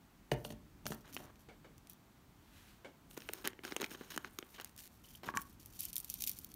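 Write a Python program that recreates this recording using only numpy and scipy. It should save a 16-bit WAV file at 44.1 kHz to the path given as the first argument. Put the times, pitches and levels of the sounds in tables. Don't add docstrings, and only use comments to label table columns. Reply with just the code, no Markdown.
import sys
import numpy as np
from scipy import signal
from scipy.fft import rfft, irfft
from scipy.io import wavfile

SR = 44100
rng = np.random.default_rng(int(sys.argv[2]) if len(sys.argv) > 2 else 0)


def generate_wav(sig):
    pcm = np.round(np.clip(np.atleast_2d(sig).T, -1, 1) * 32767).astype(np.int16)
    wavfile.write(sys.argv[1], SR, pcm)


N = 288855

# (time [s], level [dB], bass [dB], treble [dB])
SPRINKLE_TICKS = [(1.144, -40, -12, 9.5), (1.357, -52.5, 18.5, -5.5), (1.7805, -44, 1, -4),
                  (1.8712, -42, 10, -14), (1.8979, -34, -21, 5), (5.1547, -33, -11, -5),
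                  (5.417, -28, -34.5, -3), (5.6595, -34.5, -17, 17), (5.792, -36, -11, -14),
                  (5.8002, -28, -17, 1), (5.8061, -18, -35, 7), (5.832, -30, -12, 1), (5.8529, -17, -22, 0),
                  (5.9305, -24.5, -7, -8), (5.9571, -20.5, -29, 13), (5.9654, -16.5, -7.5, 4),
                  (5.9807, -20, -18, 9), (5.9907, -36, -20, 7), (6.0015, -23, -28, 12),
                  (6.0458, -25, -7, -3), (6.1, -21, -10, 16), (6.1403, -21.5, -13, 6),
                  (6.2075, -26.5, -7, 13), (6.2216, -20.5, 2, 17), (6.2389, -21, 6.5, 9),
                  (6.2742, -20.5, 4, 18), (6.28, -25, 8, 1), (6.2941, -19.5, -1, 8), (6.3148, -26, -7, 19),
                  (6.3881, -28.5, -4.5, 5), (6.4459, -30.5, 0, 20), (6.517, -37, 1, 0),
                  (6.5409, -36, -5, 23)]
# (start [s], length [s], level [dB])
SLIDES = [(0.312, 0.027, -54), (0.357, .08, -69.5), (0.441, 0.038, -58), (0.489, 0.037, -61),
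          (0.863, .03, -50.5), (0.899, 0.047, -55.5), (0.965, 0.053, -69.5), (1.082, 0.034, -65),
          (1.126, 0.033, -53.5), (1.167, 0.09, -62.5), (1.391, 0.031, -66.5), (1.893, 0.042, -61.5),
          (4.487, 0.051, -67), (4.772, 0.092, -60), (4.9, .12, -71), (5.034, 0.15, -62.5), (5.25, .03, -62),
          (5.35, 0.08, -54.5), (5.445, 0.1, -66), (5.595, 0.12, -64), (5.722, 0.071, -59),
          (5.789, 0.047, -49.5), (5.836, 0.069, -55), (5.928, .085, -54.5), (6.025, 0.062, -61),
          (6.092, 0.11, -54.5), (6.202, 0.05, -50), (6.263, .055, -50), (6.322, 0.059, -58.5),
          (6.386, 0.16, -65), (5.884, .03, -68)]
# (pitch [Hz], level [dB], ring time [s])
WALL_TONES = [(2470, -13, 0.0046), (3205, -14, 0.0067), (3740, -17, 0.0077), (4480, -9, 0.0044),
              (5400, -6.5, 0.0032), (6000, -8, 0.0052), (7020, -7, 0.003), (8580, -8.5, 0.0041),
              (9700, -5.5, 0.0026), (11200, -4.5, 0.0031), (12100, -15, 0.0027), (13200, 2, 0.0019),
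              (14300, -22, 0.0032), (14900, -7.5, 0.0045)]
# (time [s], level [dB], bass [dB], treble [dB])
JAR_SNAPS = [(0.4494, -24, -15, -37), (0.8659, -22.5, -19, -8.5), (1.1657, -21.5, -17, -19),
             (1.1736, -28.5, -20, -28), (3.1108, -45, -14, 7), (3.1755, -38, 12, 5),
             (3.2042, -40.5, -18, -4), (3.2197, -33, -40, -15), (3.2891, -26, -8.5, -11),
             (3.2935, -29, 3, -28), (3.3345, -26.5, -24, -1.5), (3.4495, -30, -3.5, -4),
             (3.4554, -25.5, -37, -4), (3.4742, -22, -5.5, 4), (3.4827, -33, -25, -17),
             (3.5324, -39.5, 3, -24), (3.591, -41.5, 1, -33), (3.6369, -35, -9, -22),
             (3.6503, -29.5, 3, -7), (3.664, -37.5, -13, -18), (3.6781, -32.5, -14, -15),
             (3.7216, -29.5, 1.5, -14), (3.7645, -26, -7, 0), (3.8006, -35.5, 11, -9),
             (3.8167, -29.5, -3, 2.5), (3.8289, -29, -2.5, -19), (3.8429, -21.5, -33, -13),
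             (3.8622, -37.5, -23, 0), (3.896, -45, -5, 0), (3.9146, -41.5, 5, -17), (3.9487, -35.5, 0, -27),
             (4.0098, -39, 4.5, -42), (4.1197, -34, -13, -16), (4.1626, -36, 3, 1),
             (4.1768, -23.5, -4.5, -4.5), (4.2465, -25.5, -2.5, -29), (4.3873, -22.5, -6.5, -6),
             (4.4265, -33, -8, -46), (4.5993, -31.5, -10.5, -8), (4.6117, -48, -23, 16),
             (4.6457, -50.5, -20, 23.5)]
# (pitch [Hz], level [dB], ring time [s])
JAR_TONES = [(324, 3, 0.017), (400, -3, 0.019), (1015, 3.5, 0.0027), (1610, 1, 0.0058),
             (2300, -2.5, 0.0036), (3014, 0.5, 0.0048), (3910, 0, 0.0038), (5330, 0.5, 0.0029),
             (6550, -1.5, 0.005), (9060, -1.5, 0.0015), (12300, -1.5, 0.001), (14000, -8.5, 0.001),
             (14600, -0.5, 0.001)]
# (start [s], length [s], low tones' level [dB], high tones' level [dB])
LID_TURNS = [(3.095, 0.41, -70, -66), (3.64, 0.29, -63, -65), (3.969, .3, -65, -70),
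             (4.294, 0.44, -74.5, -72.5)]
# (start [s], length [s], level [dB], bass [dB], treble [dB])
JAR_SCRAPES = [(1.041, 0.095, -62, -9, -17), (3.128, 0.02, -65.5, -23, 2), (3.166, 0.013, -53.5, 1, -6),
               (3.328, 0.096, -62.5, 4, 0), (3.44, 0.019, -48, -6.5, -11), (3.46, 0.023, -49, 1, -17.5),
               (3.634, 0.061, -54, -3, -4.5), (3.704, 0.031, -54.5, 0.5, -3.5),
               (3.764, 0.018, -56.5, 1, -6), (3.806, 0.043, -48, 4, -9), (3.903, 0.038, -54.5, -1, 1.5),
               (3.942, 0.012, -54, -4, -10), (4.008, 0.013, -60.5, 10, -38), (4.102, 0.03, -52, -23, -1.5),
               (4.137, 0.028, -54, -8, -3), (4.24, .04, -57.5, -2, -10), (4.536, .035, -56.5, -45, -8),
               (4.58, 0.041, -50.5, -15.5, -22), (4.652, 0.025, -59, -35, -3.5),
               (1.187, 0.12, -63.5, 1.5, -20), (3.2, 0.13, -66, -17, -4), (3.971, 0.16, -67, -9, -2.5),
               (4.422, 0.07, -65, -4, -23), (5.231, 0.074, -54.5, 1.5, -7.5)]
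# (time [s], level [dB], bass [dB], treble [dB])
LID_HITS = [(5.2377, -53, 4.5, -8), (5.2671, -48.5, 9, 14), (5.2763, -42, 9, -12), (5.288, -23.5, -16, -27),
            (5.339, -34, -3, -28), (5.3477, -38, -2, -31), (5.3552, -40.5, 1, -8), (5.364, -32.5, -2, -25),
            (5.3718, -22, -22, 1.5), (5.3924, -44.5, 1, -18)]
# (pitch [Hz], level [dB], ring time [s])
LID_TONES = [(215, 3.5, 0.022), (373, -11, 0.019), (940, -4.5, 0.03), (1103, -3, 0.052), (1157, -2, 0.032),
             (1420, 2, 0.0078), (1644, 2.5, 0.0099), (2020, -11, 0.011), (2320, -9.5, 0.014),
             (3000, -11, 0.0092), (3980, -15, 0.004), (5660, -10, 0.0051), (6800, 1, 0.0018),
             (12800, -6, 0.0021)]
# (time [s], level [dB], bass [dB], treble [dB])
TABLE_KNOCKS = [(0.316, -22.5, -3.5, -1.5), (0.333, -48, -17, 6), (0.448, -36.5, -7, 6),
                (0.504, -49, 9.5, 17.5), (0.522, -52, 2, 19), (0.856, -40, -2, 4), (0.905, -50, 15, 14),
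                (0.915, -55, 2, 18), (0.92, -26, -48, -5.5), (1.201, -44, -9, -6.5), (1.246, -57, 4, -17)]
# (pitch [Hz], level [dB], ring time [s])
TABLE_TONES = [(57, -8.5, 0.22), (117, -5.5, .18), (140.2, -4.5, 0.17), (180.5, -4.5, 0.11),
               (220.7, -5.5, 0.22), (275, -7.5, 0.18), (344, -7, 0.093), (435, -4, 0.067), (602, 0, 0.053),
               (706, -3.5, 0.059), (808, -4.5, 0.017), (1000, -5, 0.015), (1375, -10.5, 0.017),
               (1900, -9.5, 0.0073), (2860, -8.5, 0.011), (3240, -8, 0.0054), (4500, -9.5, 0.0031),
               (6430, -7.5, 0.0026), (9040, -7.5, 0.0025), (13000, -27, 0.0024)]
# (start [s], length [s], pitch [Hz], level [dB])
SINGING_RUBS = [(1.099, 0.13, 274, -58.5), (5.042, 0.015, 2980, -65), (5.067, 0.041, 3080, -62),
                (5.149, 0.006, 3120, -57), (5.828, 0.051, 3050, -62)]
# (start [s], length [s], level [dB])
FINGER_PEELS = [(4.692, .004, -44), (4.761, 0.005, -36), (4.778, .035, -37), (4.834, 0.045, -41)]
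# (pitch [Hz], level [dB])
CLOTH_COLOUR = [(290, -35), (500, -12), (1480, -1.5), (1840, -2.5), (2930, -2), (7640, -10.5), (14200, -10),
                (16000, -13.5)]
# (time [s], level [dB])
DISTANT_TAPS = [(1.487, -43.5), (1.645, -47.5), (2.847, -40)]
# (pitch [Hz], level [dB])
TAP_COLOUR = [(150, -33), (250, -4), (476, -3), (1240, -18.5), (1580, -11), (1920, -27.5), (2230, -6.5),
              (2480, -25), (2920, -20), (4790, -29.5), (9000, -36), (11700, -52), (19800, -120)]
# (pitch [Hz], level [dB])
BACKGROUND_COLOUR = [(15, -48), (25, 6), (53, -2.5), (129, -6), (260, -6.5), (509, -20.5), (762, -17.5),
                     (1200, -19.5), (1950, -24.5), (4150, -29.5), (4870, -30), (8580, -33), (10400, -35.5),
                     (11800, -32.5), (15500, -32.5)]
# (time [s], level [dB])
RUMBLE_CURVE = [(0.0, -62), (0.33, -61), (0.44, -56), (0.97, -59), (1.95, -62.5), (3.04, -62.5),
                (3.85, -62.5), (3.94, -64.5), (4.61, -64.5), (5.14, -61.5), (5.44, -59.5), (5.95, -60),
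                (6.55, -57)]
# (pitch [Hz], width [Hz], change [dB])
HOUSING_DIPS = [(5060, 180, -5.5), (8300, 270, -1.5), (10620, 730, -1)]

# (level over the scrape or slide [dB], spread [dB], bass [dB], treble [dB])
STRAY_SNAPS = (16.5, 9, -21, -1)
STRAY_TICKS = (21.5, 5.5, -17, 2)


def sprinkles():
    hits = SPRINKLE_TICKS + strays(SLIDES, STRAY_TICKS, count=90)
    ticks = struck(hits, WALL_TONES, centre_hz=9100, gain_db=-8.5,
                   chatter_s=0.003, rough=0.077, spread_db=2)
    return high_pass(ticks + sliding_heap(), 2190)


def sliding_heap():
    level = sum(from_db(db) * stroke(start, length) for start, length, db in SLIDES)
    tumble = tiny_hits(2000, size_db=3.4, clumps_db=3.6)
    wall = sum(from_db(db) * ring(tumble * rng.standard_normal(N), hz, ring_s)
               for hz, db, ring_s in WALL_TONES)
    return level * unit_level(wall)


def jar():
    hits = JAR_SNAPS + strays(JAR_SCRAPES, STRAY_SNAPS, count=30)
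    snaps = struck(hits, JAR_TONES, centre_hz=2350, gain_db=-8.5,
                   chatter_s=0.0016, rough=0.15, spread_db=3.5)
    return high_pass(snaps + twisting() + scraping(), 164)


def twisting():
    low = sum(from_db(db) * ring(tiny_hits(1500, 7.5, 6), hz, ring_s) for hz, db, ring_s in JAR_TONES[:9])
    high = sum(from_db(db) * ring(tiny_hits(1200, 5.9, 1.5), hz, ring_s)
               for hz, db, ring_s in JAR_TONES[9:])
    turns = np.array([stroke(*turn[:2]) for turn in LID_TURNS])
    low_level, high_level = from_db(np.transpose(LID_TURNS)[2:]) @ turns
    return from_db(1.3 * drift(15)) * (low_level * unit_level(low) + high_level * unit_level(high))


def scraping():
    slips, out = tiny_hits(2500, size_db=2, clumps_db=4), np.zeros(N)
    strokes = np.array([stroke(*scrape[:2]) for scrape in JAR_SCRAPES])
    level_db, bass_db, treble_db = np.transpose(JAR_SCRAPES)[2:]
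    for hz, tone_db, ring_s in JAR_TONES:
        pressure = from_db(level_db + tone_db - 6 + tilt_db(hz, 1930, bass_db, treble_db)) @ strokes
        out += pressure * unit_level(ring(slips * rng.standard_normal(N), hz, ring_s))
    return out


def lid_landing():
    return struck(LID_HITS, LID_TONES, centre_hz=1350, gain_db=-6,
                  chatter_s=0.0015, rough=0.14, spread_db=1)


def table_knocks():
    return struck(TABLE_KNOCKS, TABLE_TONES, centre_hz=1400, gain_db=-5.5,
                  chatter_s=0.0046, rough=0.14, spread_db=3)


def singing_rubs(ring_cycles=45):
    hits = tiny_hits(1500, size_db=7.2, clumps_db=5.9)
    return sum(from_db(db) * stroke(start, length) * unit_level(ring(hits, hz, ring_cycles / hz))
               for start, length, hz, db in SINGING_RUBS)


def peeling_fingers(clicks_per_s=170, spread_db=1.5):
    gap_s = 1 / clicks_per_s
    clicks = [(time + rng.random() * gap_s / 2, db + spread_db * rng.standard_normal())
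              for start, length, db in FINGER_PEELS for time in np.arange(start, start + length, gap_s)]
    return high_pass(bursts(clicks, rng.standard_normal(N), decay_s=0.0014), 1600)


def sleeve(full_at_s=2.56, hold_s=0.16, hold_db=-66, swell_db_per_s=84, fade_db_per_s=150):
    since_full = np.arange(N) / SR - full_at_s
    ramp_db = np.minimum(swell_db_per_s * since_full, fade_db_per_s * (hold_s - since_full))
    level_db = hold_db + np.minimum(0, ramp_db)
    return from_db(level_db + 1.2 * drift(10)) * coloured_noise(CLOTH_COLOUR)


def distant_taps():
    return bursts(DISTANT_TAPS, coloured_noise(TAP_COLOUR), decay_s=0.03)


def room_echo(sound, ring_s=0.36, dull_above_hz=3100):
    out, dull = np.zeros(N), np.exp(-2 * np.pi * dull_above_hz / SR)
    for path, lag in enumerate((rng.uniform(.008, .03, 8) * SR).astype(int)):
        loop, state = sound.copy(), [0.]
        gain = from_db(-60 * lag / SR / ring_s)
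        for i in range(lag, N, lag):
            bounce, state = signal.lfilter([gain * (1 - dull)], [1, -dull], loop[i - lag:i], zi=state)
            loop[i:i + lag] += bounce[:N - i]
        out += (loop - sound) * (-1) ** path
    for lag in (59, 149):
        taps = np.zeros(lag + 1)
        taps[[0, lag]] = 1, -.65
        out = signal.lfilter(taps[::-1], taps, out)
    return out


def background(hiss_db=-66):
    noise = coloured_noise(BACKGROUND_COLOUR)
    low = signal.sosfilt(signal.butter(2, 450, fs=SR, output="sos"), noise)
    curve_db = np.interp(np.arange(N) / SR, *np.transpose(RUMBLE_CURVE))
    rumble = from_db(curve_db - 0.5 + drift(2)) * unit_level(low)
    hiss = from_db(hiss_db + 0.077 * drift(0.2)) * unit_level(noise - low)
    return rumble + hiss


def struck(hits, tones, centre_hz, gain_db, chatter_s, rough, spread_db, contact_s=0.0003):
    times, level_db, bass_db, treble_db = np.transpose(hits)
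    out, luck = np.zeros(N), rng.standard_normal((len(times), 3 * len(tones)))
    for k, (hz, tone_db, ring_s) in enumerate(tones):
        strength, direction, lateness = luck[:, 3 * k:3 * k + 3].T
        at = np.round((times + contact_s * abs(lateness)) * SR).astype(int)
        hit_db = level_db + gain_db + tone_db + tilt_db(hz, centre_hz, bass_db, treble_db)
        clicks = np.zeros(N)
        clicks[at] = from_db(hit_db + spread_db * strength)
        chatter = rough * die_away(clicks, chatter_s) * rng.standard_normal(N)
        clicks[at] *= np.sign(direction)
        out += ring(clicks + min(1, hz / centre_hz) * chatter, hz, ring_s)
    return out


def strays(strokes, settings, count):
    over_db, spread_db, bass_db, treble_db = settings
    level = sum(from_db(row[2]) * stroke(*row[:2]) for row in strokes) + 1e-9
    running_total, luck = np.cumsum(level), rng.standard_normal((count, 3))
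    at = np.searchsorted(running_total, running_total[-SR // 50] * rng.random(count))
    hit_db = 20 * np.log10(level[at]) + over_db - spread_db * abs(luck[:, 0])
    return list(zip(at / SR, hit_db, bass_db + 5 * luck[:, 1], treble_db + 6 * luck[:, 2]))


def tiny_hits(per_s, size_db, clumps_db):
    sizes = from_db(size_db * np.minimum(rng.exponential(1, N), 4)) * rng.choice([-1, 1], N)
    chance = per_s * from_db(clumps_db * drift(40)) / SR
    return unit_level(sizes * (rng.random(N) < chance))


def ring(force, hz, ring_s):
    decay = from_db(-60 / (max(ring_s, .002) * SR))
    angle = 2 * np.pi * min(hz, .45 * SR) / SR
    return signal.lfilter([0, np.sin(angle)], [1, -2 * decay * np.cos(angle), decay ** 2], force + 1e-18)


def bursts(events, noise, decay_s):
    clicks = np.zeros(N)
    clicks[[round(time * SR) for time, db in events]] = from_db(np.array(events)[:, 1] - 7.5)
    return die_away(clicks, decay_s) * noise


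def die_away(clicks, decay_s):
    return signal.lfilter([1], [1, -np.exp(-1 / (decay_s * SR))], clicks + 1e-18)


def stroke(start, length):
    end = start + max(length, .006)
    return np.interp(np.arange(N) / SR, [start, start + .003, end, end + .005, end + .03], [0, 1, .7, .2, 0])


def tilt_db(hz, centre_hz, bass_db, treble_db):
    octaves = np.clip(np.log2(hz / centre_hz), -2, 2)
    return abs(octaves) / 2 * (treble_db if octaves > 0 else bass_db)


def drift(rate_hz):
    step, settle = 40, 2000
    memory = np.exp(-2 * np.pi * rate_hz * step / SR)
    noise = rng.standard_normal(N // step + settle + 2)
    slow = signal.lfilter([1], [1, -2 * memory, memory ** 2], noise)[settle:]
    return np.interp(np.arange(N) / step, np.arange(len(slow)), unit_level(slow))


def coloured_noise(colour):
    table_hz, table_db = np.transpose(colour)
    hz = np.fft.rfftfreq(N, 1 / SR) + 1
    gain = from_db(np.interp(np.log(hz), np.log(table_hz), table_db))
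    return unit_level(irfft(rfft(rng.standard_normal(N)) * gain, N))


def high_pass(sound, hz):
    return signal.sosfilt(signal.butter(4, hz, "high", fs=SR, output="sos"), sound)


def unit_level(sound):
    return sound / np.sqrt(np.mean(sound ** 2) + 1e-20)


def from_db(db):
    return 10 ** (np.asarray(db) / 20)


def scene(echo_db=-25, table_send_db=5):
    table = table_knocks()
    near = table + jar() + lid_landing() + sprinkles() + singing_rubs() + peeling_fingers() + sleeve()
    echo = room_echo(near + from_db(table_send_db) * table)
    return (near + from_db(echo_db) * echo + distant_taps() + background())[None]


def record(dry, low_cut_hz=44, high_cut_hz=16050):
    for hz, width, db in HOUSING_DIPS:
        band = signal.lfilter(*signal.iirpeak(hz, hz / width, fs=SR), dry)
        dry = dry + (from_db(db) - 1) * band
    dry = high_pass(dry, low_cut_hz)
    return signal.sosfilt(signal.cheby2(16, 45, high_cut_hz, fs=SR, output="sos"), dry)


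dry = scene()
out = record(dry)
generate_wav(out)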